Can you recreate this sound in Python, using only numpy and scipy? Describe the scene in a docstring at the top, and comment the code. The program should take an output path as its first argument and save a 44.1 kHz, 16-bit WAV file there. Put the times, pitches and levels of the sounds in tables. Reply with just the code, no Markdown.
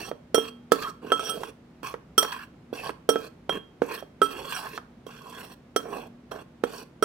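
"""On a kitchen counter, just right of a stereo microphone pair, a metal spoon stirs dry coating mix in a bowl.
A stroke is band-split friction noise: rumble, scrape and grit, coloured by resonances of spoon and bowl.
Knocks through the powder are damped sines with a noise burst and a faint, brief ring of the ceramic wall;
clinks ring it more. Slips make the wall skid and creak. The packed bowl rings only briefly.
A small kitchen answers with noise echoes, over moving air and a faint appliance hum.
"""
import sys
import numpy as np
from scipy import signal
from scipy.fft import rfft, irfft, next_fast_len
from scipy.io import wavfile
from scipy.ndimage import uniform_filter1d, map_coordinates

SR = 44100
rng = np.random.default_rng(int(sys.argv[2]) if len(sys.argv) > 2 else 0)


def generate_wav(signal):
    """Clip the signal to [-1, 1] and save it as 16-bit WAV at the path in sys.argv[1]."""
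    frames = np.transpose(np.atleast_2d(signal))
    scaled = np.clip(frames, -1, 1) * 32767
    pcm = np.round(scaled).astype(np.int16)
    wavfile.write(sys.argv[1], SR, pcm)


N = 310464

# Room tone of moving air. Each row: frequency in Hz, relative level in dB.
AIR = [(20, -38.5), (58, -3), (85, -9), (150, -0.5), (320, -7), (600, -15.5), (3000, -30), (16000, -52)]
# Likeness of the two channels of the air. Each row: frequency in Hz, left-right likeness from 0 to 1.
AIR_ALIKE = [(240, 0.986), (3500, 0)]
HUM_HZ, HUM_DB = 240.5, -57  # the appliance hum; its level wavers about this value
# Decay of the room. Each row: frequency in Hz, t60 in seconds.
KITCHEN_T60 = [(2000, 0.4), (14000, 0.023)]

# Direction of the bowl. Each row: frequency in Hz, left-right difference in dB (positive is left).
BALANCE = [(200, -2), (660, -11), (880, -5.5), (2600, -3), (3600, -9), (12000, -1)]
# Likeness of the two channels of a near noise. 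Each row: frequency in Hz, left-right likeness from 0 to 1.
NEAR_ALIKE = [(300, 1), (6000, 0.54)]
# The nearer microphone leads. Each row: frequency in Hz, phase in radians by which left lags.
LAG = [(220, 0), (500, 0.984), (1600, 0.88), (2400, 1)]

# Packed powder creaks under the spoon.
# Each row: centre in seconds, half length in seconds, mean pitch in Hz, level in dB.
CREAKS = [(0.016, 0.0336, 2659, -40), (0.856, 0.0412, 1154, -33.5), (0.88, 0.0127, 1424, -34),
          (1.413, 0.0165, 440, -35), (2.798, 0.0324, 2620, -40), (4.395, 0.0985, 440, -42)]
# The spoon's edge chatters on bare glaze.
# Each row: centre in seconds, half length in seconds, frequency driven most in Hz, drive in dB.
SKIDS = [(0.058, 0.0291, 5730, -39), (0.83, 0.0102, 3225, -37.5), (1.257, 0.0164, 5650, -24.5),
         (1.294, 0.00953, 2980, -21.5), (1.297, 0.0054, 8540, -19), (3.978, 0.0044, 3225, -38.5),
         (4.23, 0.00277, 8260, -19), (4.55, 0.0094, 6100, -23.5)]

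# Wall modes of the bowl.
# Each row: frequency in Hz, relative level in dB, free t60 in seconds, left-right difference in dB.
WALL_MODES = [(1316, 1, .155, -6), (3225, 0, .19, -8), (5652, -5.5, .135, -10), (8538, -5.5, .125, -6),
              (10760, -13, .08, 0), (11836, -5.5, .13, 1), (12778, -7, .12, 4), (15475, -10, .12, 1)]
# The whole bowl rocking on the counter.
# Each row: mean frequency in Hz, relative level in dB, free t60 in seconds.
ROCKING_MODES = [(446.1, -9, 0.1292), (597.5, -8.5, 0.044), (281.3, -19.5, 0.234)]
# The spoon strikes bare wall. Each row: start in seconds, thump in Hz, knock in dB, low ring in dB,
# high ring in dB, treble in dB, lengths of the low and of the high ring as shares of the free ring.
# All levels are relative.
CLINKS = [(0.3446, 484.3, -9.5, -19, -22.5, -20.5, 1.454, 1.622),
          (0.38, 427, -10.5, -31.5, -24.5, -57.5, 0.644, 0.5),
          (0.719, 465.3, -4, -14, -20.5, -17, 0.581, 0.154),
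          (1.119, 503, -13.5, -13.5, -18.5, -30.5, 1.207, 1.064),
          (1.194, 438, -29.5, -20, -33.5, -37, 0.864, 1.42),
          (2.179, 402, -16.5, -15.5, -14, -14, 1.5, 1.597),
          (3.09, 466.4, -8.5, -21.5, -21.5, -20, 1.36, 0.89),
          (3.157, 436.2, -12.5, -25.5, -34, -55.5, 0.69, 0.8),
          (3.494, 558, -9.5, -19, -22.5, -38.5, 0.278, 1.27),
          (4.2166, 426.3, -10.5, -13.5, -25, -31.5, 1.014, 1.64),
          (5.7614, 454.4, -11.5, -17.5, -24, -22.5, 0.565, 0.595),
          (7.025, 407, -11.5, -15.5, -27.5, -23, 1.75, 1.67)]
# Duller blows through a cushion of powder: the wall rings only briefly and faintly.
# Each row: start in seconds, thump in Hz, then knock, burst and treble in relative dB.
THUDS = [(0.114, 553, -17.5, -25.5, -72.5), (1.4333, 408, -29, -21, -40), (1.831, 322, -27.5, -30.5, -48),
         (1.94, 464, -23.5, -22.5, -56), (2.227, 586, -16, -13, -23.5), (2.248, 465, -19, -17.5, -38.5),
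         (2.728, 410, -17.5, -46, -57.5), (2.8926, 430.6, -20, -18, -65), (3.819, 427, -6, -18, -49.5),
         (4.025, 586, -25.5, -37, -59.5), (4.776, 693, -39, -18, -48), (5.066, 444, -26.5, -42.5, -46.5),
         (6.317, 494.6, -27, -27.5, -43.5), (6.637, 418, -7.5, -14, -36.5)]
THUD_LENGTH, THUD_RING_DB = 0.418, -18.5  # share of the free ring; lowest wall mode relative to the burst
# Dull burst of a blow. Each row: frequency in Hz, relative level in dB.
BURST_COLOUR = [(100, -23.5), (300, 5.5), (700, 10), (1500, 10), (2300, -6), (16000, -43)]
# Steel on glaze. Each row: frequency in Hz, relative level in dB.
TICK_COLOUR = [(1000, -7), (4200, 5), (9500, -1), (10800, 3.5), (14000, -5), (16000, -0.5)]
SNAP_S, SNAP_DB = 0.0001653, 3.5  # the contact itself: one short push and pull, relative to the burst
THUMP_DB, THUMP_T60 = 6, 0.0234  # the main thump: relative level, free t60 in s
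# The spoon rattles on the wall and feeds the ring before it settles: time and dB scales.
# The swell peaks at about 0.8 of the time and 0.7 of the dB.
CHATTER_S, CHATTER_DB = 0.02, 4.5
# The spoon falls back on the wall and chokes the ring. Each row: start in seconds, gain in dB.
CHOKES = [(2.196, -7)]

# Sweeps through the mix. Each row: landing in seconds, length in seconds, then rumble, scrape and grit
# in dB before push and easing, centre of the push as a share of the length, push in dB (negative dips).
STROKES = [(0, 0.0979, -42, -47.5, -49, 0, 7.5), (0.343, 0.1486, -59, -46.5, -50.5, 0, -1.5),
           (0.713, 0.1915, -43.5, -46, -48.5, 0.78, 2), (1.018, 0.114, -46, -51.5, -66.5, 0.68, 10),
           (1.118, 0.3856, -45, -50.5, -51.5, 0.44, 7), (1.829, 0.103, -50, -45, -52, 0.2, 6.5),
           (2.175, 0.2742, -55.5, -46.5, -57.5, 0.56, 8.5), (2.728, 0.1811, -43.5, -47, -50.5, 0.69, 4),
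           (3.09, 0.1876, -45, -48.5, -51.5, 0, -4), (3.491, 0.0897, -39, -44, -54.5, 0.09, 5),
           (3.821, 0.188, -49.5, -48, -55, 0.63, 14), (4.218, 0.5545, -49.5, -47.5, -52, 0.62, 11),
           (5.061, 0.4802, -57.5, -53.5, -59.5, 0.71, 12), (5.786, 0.289, -43.5, -53.5, -60.5, 0.63, 11.5),
           (6.31, 0.1148, -43, -54, -60.5, 0, 7), (6.633, 0.2, -48, -53, -55, 0.75, 8)]
PUSH_S, PUSH_SHARE = 0.019, 0.142  # half length of the push in s, plus a share of the sweep's length
# How far each band follows the push: shares for rumble, scrape and grit.
PUSH_GROWS = [0.51, 1, 0.8]
EASE_DB = 2.5  # fall of the drag from landing to lift
BITE_S, SETTLE_S = 0.0022, 0.005  # the spoon bites at once; the powder settles after it lifts
# The spoon catches on a lump and breaks it. Each row: start in seconds, level in dB.
CATCHES = [(0.824, -41.5), (2.32, -41), (4.522, -35), (4.564, -34)]
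CATCH_S = 0.012  # time constant by which a catch dies
# Balance of a catch: rumble, scrape and grit in relative dB.
CATCH_DB = [-17.5, 1.5, -5.5]
# Hiss of the powder. Each row: frequency in Hz, relative level in dB.
POWDER = [(60, -10.5), (240, 3.5), (780, 1.5), (1250, -3.5), (2050, -13.5), (7000, -19.5), (9600, -22.5),
          (11000, -15), (16000, -21.5)]
# Resonances of spoon and bowl while they rub. Each row: frequency in Hz, width in Hz, relative level in dB.
RUB_RESONANCES = [(435.15, 70, 10), (1081.3, 150, 13), (1615.2, 360, 13), (2652.5, 434, 17.5),
                  (3325, 200, 16), (4436, 640, 10), (5672, 460, 10), (8297, 1100, 8)]
DRIFT, DRIFT_PER_S = 0.012, 35  # the contact travels: share of pitch, random knots a second

TOP_HZ = 15900  # band limit


def amp(db):
    """Logarithmic level: decibels become a gain."""
    return np.exp(np.asarray(db) * (np.log(10) / 20))


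def unit(x):
    """Normalization of power: scale to rms 1."""
    return x / np.sqrt(np.mean(x ** 2) + 1e-20)


def along(points, hz):
    """Interpolation on a logarithmic frequency axis through (Hz, value) points."""
    f, v = np.transpose(points)
    return np.interp(np.log(hz + 1), np.log(f + 1), v)


def wobble(rate, size=N):
    """Band-limited random modulation: a smooth curve through normal draws, rate knots a second."""
    knots = rng.standard_normal(int(size * rate / SR) + 4)
    return map_coordinates(knots, [np.arange(size) * rate / SR])


def swell(s, half):
    """Gaussian envelope: a bell-shaped gain around time s."""
    return np.exp(-((np.arange(N) / SR - s) / half) ** 2)


def filtered(x, response):
    """Linear filtering: the spectrum of x times a response of frequency."""
    size = x.shape[-1]
    m = next_fast_len(size + 8192)
    return irfft(rfft(x, m) * response(np.fft.rfftfreq(m, 1 / SR)), m)[..., :size]


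def pan(db):
    """Level difference between channels: left and right gains whose mean is 1."""
    g = amp(np.array([[.5], [-.5]]) * db)
    return g / g.mean(0)


def placed(pair, colour, alike=NEAR_ALIKE, balance=BALANCE):
    """Interchannel coherence: two unrelated noises become a coloured stereo sound with a mid of rms 1."""
    m = next_fast_len(N)
    hz = np.fft.rfftfreq(m, 1 / SR)
    turn = np.arccos(np.clip(along(alike, hz), -1, 1)) / 2
    mid, side = rfft(pair, m) * colour(hz) * np.array([np.cos(turn), np.sin(turn)])
    stereo = np.array([mid + side, mid - side]) * pan(along(balance, hz))
    return irfft(stereo, m)[:, :N] / irfft(mid, m).std()


def add(track, s, sound):
    """Superposition: mix a sound in at time s."""
    part = track[:, round(s * SR):][:, :sound.shape[1]]
    part += sound[:, :part.shape[1]]


def room_tone(air_db=-53):
    """Broadband and tonal background: coloured noise of moving air and a slightly unsteady appliance hum."""
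    air = placed(rng.standard_normal((2, N)), lambda hz: amp(along(AIR, hz)), AIR_ALIKE,
                 [(100, 0.5), (1000, -2)])  # direction: Hz, left-right dB
    phase = 2 * np.pi * HUM_HZ * np.arange(N) / SR + .5 * wobble(20.0)
    hum = amp(HUM_DB + 4.16 * wobble(3.69)) * np.sin(phase)
    return amp(air_db) * air + hum


def kitchen(x, early_db=-13, early_t60=0.291, tail_db=-21):
    """Reverberation: sparse reflections from counter and cupboards, and a faint diffuse room tail."""
    hz, t, z = signal.stft(rng.standard_normal((2, SR // 2)), SR, nperseg=256)
    decay = amp(-60 * t / along(KITCHEN_T60, hz)[:, None])
    tail = signal.istft(z * decay, SR, nperseg=256)[1]
    reflections = rng.standard_normal(tail.shape) * (rng.random(tail.shape) < .03)
    early = reflections * amp(-60 * np.arange(tail.shape[1]) / SR / early_t60)
    answer = amp(tail_db) * tail / np.linalg.norm(tail[0]) + amp(early_db) * early / np.linalg.norm(early[0])
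    delayed = np.pad(answer, ((0, 0), (130, 0)))  # samples, about 3 ms
    return signal.fftconvolve(x, delayed, axes=1)[:, :N]


def creaks(slips_per_s=190, ring_s=0.0085, wander_hz=55):
    """Stick-slip: uneven slips ring one resonance of spoon or bowl, whose pitch wanders with pressure."""
    out = np.zeros(N)
    for s, half, hz, db in CREAKS:
        slip_rate = slips_per_s * np.exp(.5 * wobble(slips_per_s))
        slips = np.diff(np.floor(np.cumsum(slip_rate) / SR), prepend=0)
        kicks = slips * np.exp(2j * np.pi * rng.random(N))
        ring = signal.lfilter([1], [1, -np.exp(-1 / (ring_s * SR))], kicks)
        turns = np.cumsum(hz + wander_hz * wobble(60)) / SR
        out += amp(db) * swell(s, half) * unit(np.real(ring * np.exp(2j * np.pi * turns)))
    return filtered(out, lambda hz: pan(along(BALANCE, hz)))


def skids(below_db_per_octave=6, above_db_per_octave=17):
    """Forced resonance: irregular slips drive the wall modes, most those near the slips' own pitch."""
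    slips, out = rng.standard_normal(N), np.zeros((2, N))
    drives = [(swell(s, half), pitch, db) for s, half, pitch, db in SKIDS]
    loss_db = lambda octaves: max(-below_db_per_octave * octaves, above_db_per_octave * octaves)
    for hz, mode_db, t60, side_db in WALL_MODES:
        width_hz = np.log(1000) / (np.pi * t60)  # bandwidth that belongs to the decay
        drive = sum(shape * amp(db - loss_db(np.log2(hz / pitch))) for shape, pitch, db in drives)
        singing = signal.lfilter(*signal.iirpeak(hz, hz / width_hz, fs=SR), slips * drive)
        # narrow modes pass less noise power
        out += amp(mode_db) * pan(side_db) * singing * np.sqrt(SR / (3 * np.pi * width_hz))
    return out


def blows():
    """Common form of impacts: clinks and thuds as start, thump Hz, knock, burst, low ring, high ring
    and treble in dB, low and high ring length."""
    clinks = [(s, hz, knock, (knock + low) / 2, low, *rest) for s, hz, knock, low, *rest in CLINKS]
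    thuds = [(s, hz, knock, burst, burst + THUD_RING_DB, treble, treble, THUD_LENGTH, THUD_LENGTH)
             for s, hz, knock, burst, treble in THUDS]
    return clinks + thuds


def wall_ring(t, levels_db, lengths, split=.017, twin_db=-7, twin_life=.55, attack=.0007, scatter_db=1,
              after_db=-25, flutter_db=1.5):
    """Mode splitting: in a bowl not quite round each mode has a twin, usually higher, and the two beat."""
    out = np.zeros((2, len(t)))
    chatter = amp(CHATTER_DB * (t / CHATTER_S) / (1 + (t / CHATTER_S) ** 10))
    for (hz, db, t60, side_db), level_db, length in zip(WALL_MODES, levels_db, lengths):
        size, detune, side = rng.standard_normal(3)
        # short waves reach the two microphones out of step
        step = np.array([[.5], [-.5]]) * np.sign(side) * min(hz / 4500, 1.8)
        phase = rng.uniform(0, 2 * np.pi) + step
        fall_db = -60 * t / (t60 * max(length, .05))
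        # a faint after-ring outlasts the first quick decay
        main = (amp(fall_db) + amp(after_db + fall_db / 2)) * np.sin(2 * np.pi * hz * t + phase)
        twin_hz = hz * (1 + split * (1 + detune / 2) * np.sqrt(WALL_MODES[0][0] / hz))
        twin = amp(twin_db + fall_db / twin_life) * np.sin(2 * np.pi * twin_hz * t + phase[::-1])
        # the sliding spoon roughens the ring, the higher modes most
        flutter = amp(flutter_db * np.sqrt(hz / WALL_MODES[1][0]) * wobble(110, size=len(t)))
        out += amp(db + level_db + scatter_db * size) * pan(side_db) * (main + twin) * flutter
    return out * chatter * (1 - np.exp(-t / attack))


def choked(s, t):
    """Contact damping: gain of a ring struck at time s, as the spoon falls back on it within 2 ms."""
    return amp(sum(db * np.clip((s + t - at) / .002, 0, 1) for at, db in CHOKES if at > s))


def strikes(knock_gain_db=-1, ring_gain_db=-3.5, burst_gain_db=-7, burst_t60=0.0535,
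            tick_db=-4, tick_t60=0.0381, spill_db=-17, spill_t60=0.1, low_cut_hz=170):
    """Impact excitation: each blow rocks the bowl, rings its wall and throws a short burst of powder."""
    out, t = np.zeros((2, N)), np.arange(int(.4 * SR)) / SR
    bursts = placed(rng.standard_normal((2, N)), lambda hz: amp(along(BURST_COLOUR, hz)))
    ticks = placed(rng.standard_normal((2, N)), lambda hz: amp(along(TICK_COLOUR, hz)))
    rise = 1 - np.exp(-(t / 0.0009826) ** 2)
    u = (t - t[np.argmax(rise > .5)]).clip(0) / SNAP_S
    snap_pan = pan(along(BALANCE, 1 / (2 * np.pi * SNAP_S)))
    snap = amp(SNAP_DB) * snap_pan * u * (2 - u) * np.exp(-u)
    hardest_db = max(treble for *_, treble, _, _ in CLINKS)
    for s, thump_hz, knock_db, burst_db, low_db, high_db, treble_db, length, high_length in blows():
        # a spoon that stays pressed on the wall damps it
        held = np.clip(length, .05, 1.5) ** .6
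        rocking = [(thump_hz, THUMP_DB, THUMP_T60 * held)]
        rocking += [(hz * rng.normal(1, 0.034), db, t60 * max(length, .05)) for hz, db, t60 in ROCKING_MODES]
        knock = sum(amp(db - 60 * t / t60) * -np.sin(2 * np.pi * hz * t) for hz, db, t60 in rocking)
        start = rng.integers(N - len(t))
        # the less the wall may ring, the more of the blow goes into a short dry burst
        burst_decay = amp(burst_gain_db - 60 * t / (burst_t60 * held)) / np.sqrt(held)
        burst = bursts[:, start:][:, :len(t)] * burst_decay
        tick_decay = amp(tick_db - 60 * t / tick_t60) + amp(spill_db - 60 * t / spill_t60)
        tick = ticks[:, start:][:, :len(t)] * tick_decay
        blow = amp(knock_db + knock_gain_db) * pan(-8.0) * knock + amp(burst_db) * burst + amp(treble_db) * tick
        # only the hardest blows reach the top four modes in full
        top_db = 2 * treble_db - hardest_db
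        levels_db = [low_db, high_db] + [treble_db] * 2 + [top_db] * 4
        lengths = [length] + [high_length] * (len(WALL_MODES) - 1)
        ring = wall_ring(t[t < t[-1] * max(length, high_length)], levels_db, lengths)
        add(out, s, rise * blow + amp(burst_db) * snap)
        add(out, s, amp(ring_gain_db) * ring * choked(s, t[:ring.shape[1]]))
    # the blows carry little deep bass
    return signal.sosfilt(signal.butter(2, low_cut_hz, 'high', fs=SR, output='sos'), out)


def drag():
    """Load-dependent friction: rumble, scrape and grit gains of sweeps that bite, swell or dip once
    around one place in their length, ease and lift; lumps jolt them."""
    out, t = np.zeros((3, N)), np.arange(int(.8 * SR)) / SR
    for s, length, rumble_db, scrape_db, grit_db, place, push_db in STROKES:
        push = push_db * np.exp(-((t - place * length) / (PUSH_S + PUSH_SHARE * length)) ** 2)
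        ease = EASE_DB * (t / length - .5)
        level_db = np.c_[[rumble_db, scrape_db, grit_db]] + np.outer(PUSH_GROWS, push) - ease
        touch = (1 - np.exp(-t / BITE_S)) * np.exp(-(t - length).clip(0) / SETTLE_S)
        add(out, s, amp(level_db) * touch)
    for s, db in CATCHES:
        add(out, s, amp(db + np.c_[CATCH_DB]) * np.exp(-t / CATCH_S))
    return out


def rubbed_colour(hz):
    """Resonant filtering: the powder's hiss, lifted at the resonances of spoon and bowl."""
    lift = sum((amp(db) / (1 + (2 * (hz - c) / w) ** 2)) ** 2 for c, w, db in RUB_RESONANCES)
    return amp(along(POWDER, hz)) * np.sqrt(1 + lift)


def wandering(pair, depth_db, size):
    """Time-frequency modulation: long frames make narrow resonances come and go, short ones make clumps."""
    z = signal.stft(pair, nperseg=size)[2]
    smooth = lambda v: uniform_filter1d(uniform_filter1d(v, size=3, axis=-2), size=14, axis=-1)
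    # one field shared by both channels, plus a part of their own
    field = smooth(smooth(rng.standard_normal(z.shape[1:]) + .5 * rng.standard_normal(z.shape)))
    return signal.istft(z * amp(depth_db * np.tanh(unit(field))), nperseg=size)[1][:, :N]


def drifting(pair):
    """Frequency modulation by a varying time base: the resonances within one band glide together."""
    place = np.cumsum(1 + DRIFT * wobble(DRIFT_PER_S))
    return np.array([map_coordinates(side, [place], mode='mirror') for side in pair])


def scrape(grains_per_s=1400, grain_share=0.38, grain_spread_db=3, low_hz=800, high_hz=3400):
    """Granular friction: grains crush under the spoon in clumps, and the noise is split into three bands."""
    rumble, body, grit = drag()
    grain_sizes = amp(grain_spread_db * rng.standard_normal(N))
    crushes = (rng.random(N) < grains_per_s / SR) * rng.standard_normal((2, N)) * grain_sizes
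    hiss = rng.standard_normal((2, N))
    friction = np.sqrt(grain_share) * unit(crushes) + np.sqrt(1 - grain_share) * hiss
    friction = wandering(friction, depth_db=6, size=512)
    friction = wandering(friction, depth_db=3.5, size=48)
    friction = friction * amp(1.4 * wobble(130))  # the drag sticks and slips
    below = lambda hz, edge: 1 / np.sqrt(1 + (hz / edge) ** 10)
    above = lambda hz, edge: np.sqrt(1 - below(hz, edge) ** 2)

    def rubbing(band):
        """Amplitude modulation: one band of the coloured friction, with its own slower unsteadiness."""
        return amp(1.4 * wobble(40)) * placed(friction, lambda hz: band(hz) * rubbed_colour(hz))

    # the rumble keeps its pitch; scrape and grit each drift by their own curve
    return (rumble * rubbing(lambda hz: below(hz, low_hz))
            + body * drifting(rubbing(lambda hz: above(hz, low_hz) * below(hz, high_hz)))
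            + grit * drifting(rubbing(lambda hz: above(hz, high_hz))))


def scene():
    """Superposition of direct sound, echo and background: the stirring in the quiet kitchen."""
    lag = lambda hz: np.exp(np.array([[-.5j], [.5j]]) * along(LAG, hz))
    stirring = filtered(strikes() + skids() + creaks() + scrape(), lag)
    return stirring + kitchen(stirring) + room_tone()


def record(dry):
    """Saturation and band limiting: the loudest peaks round off, then a steep low-pass follows."""
    rounded = dry / (1 + dry ** 8) ** (1 / 8)
    return filtered(rounded, lambda hz: 1 / np.sqrt(1 + (hz / TOP_HZ) ** 200))


dry = scene()
out = record(dry)
generate_wav(out)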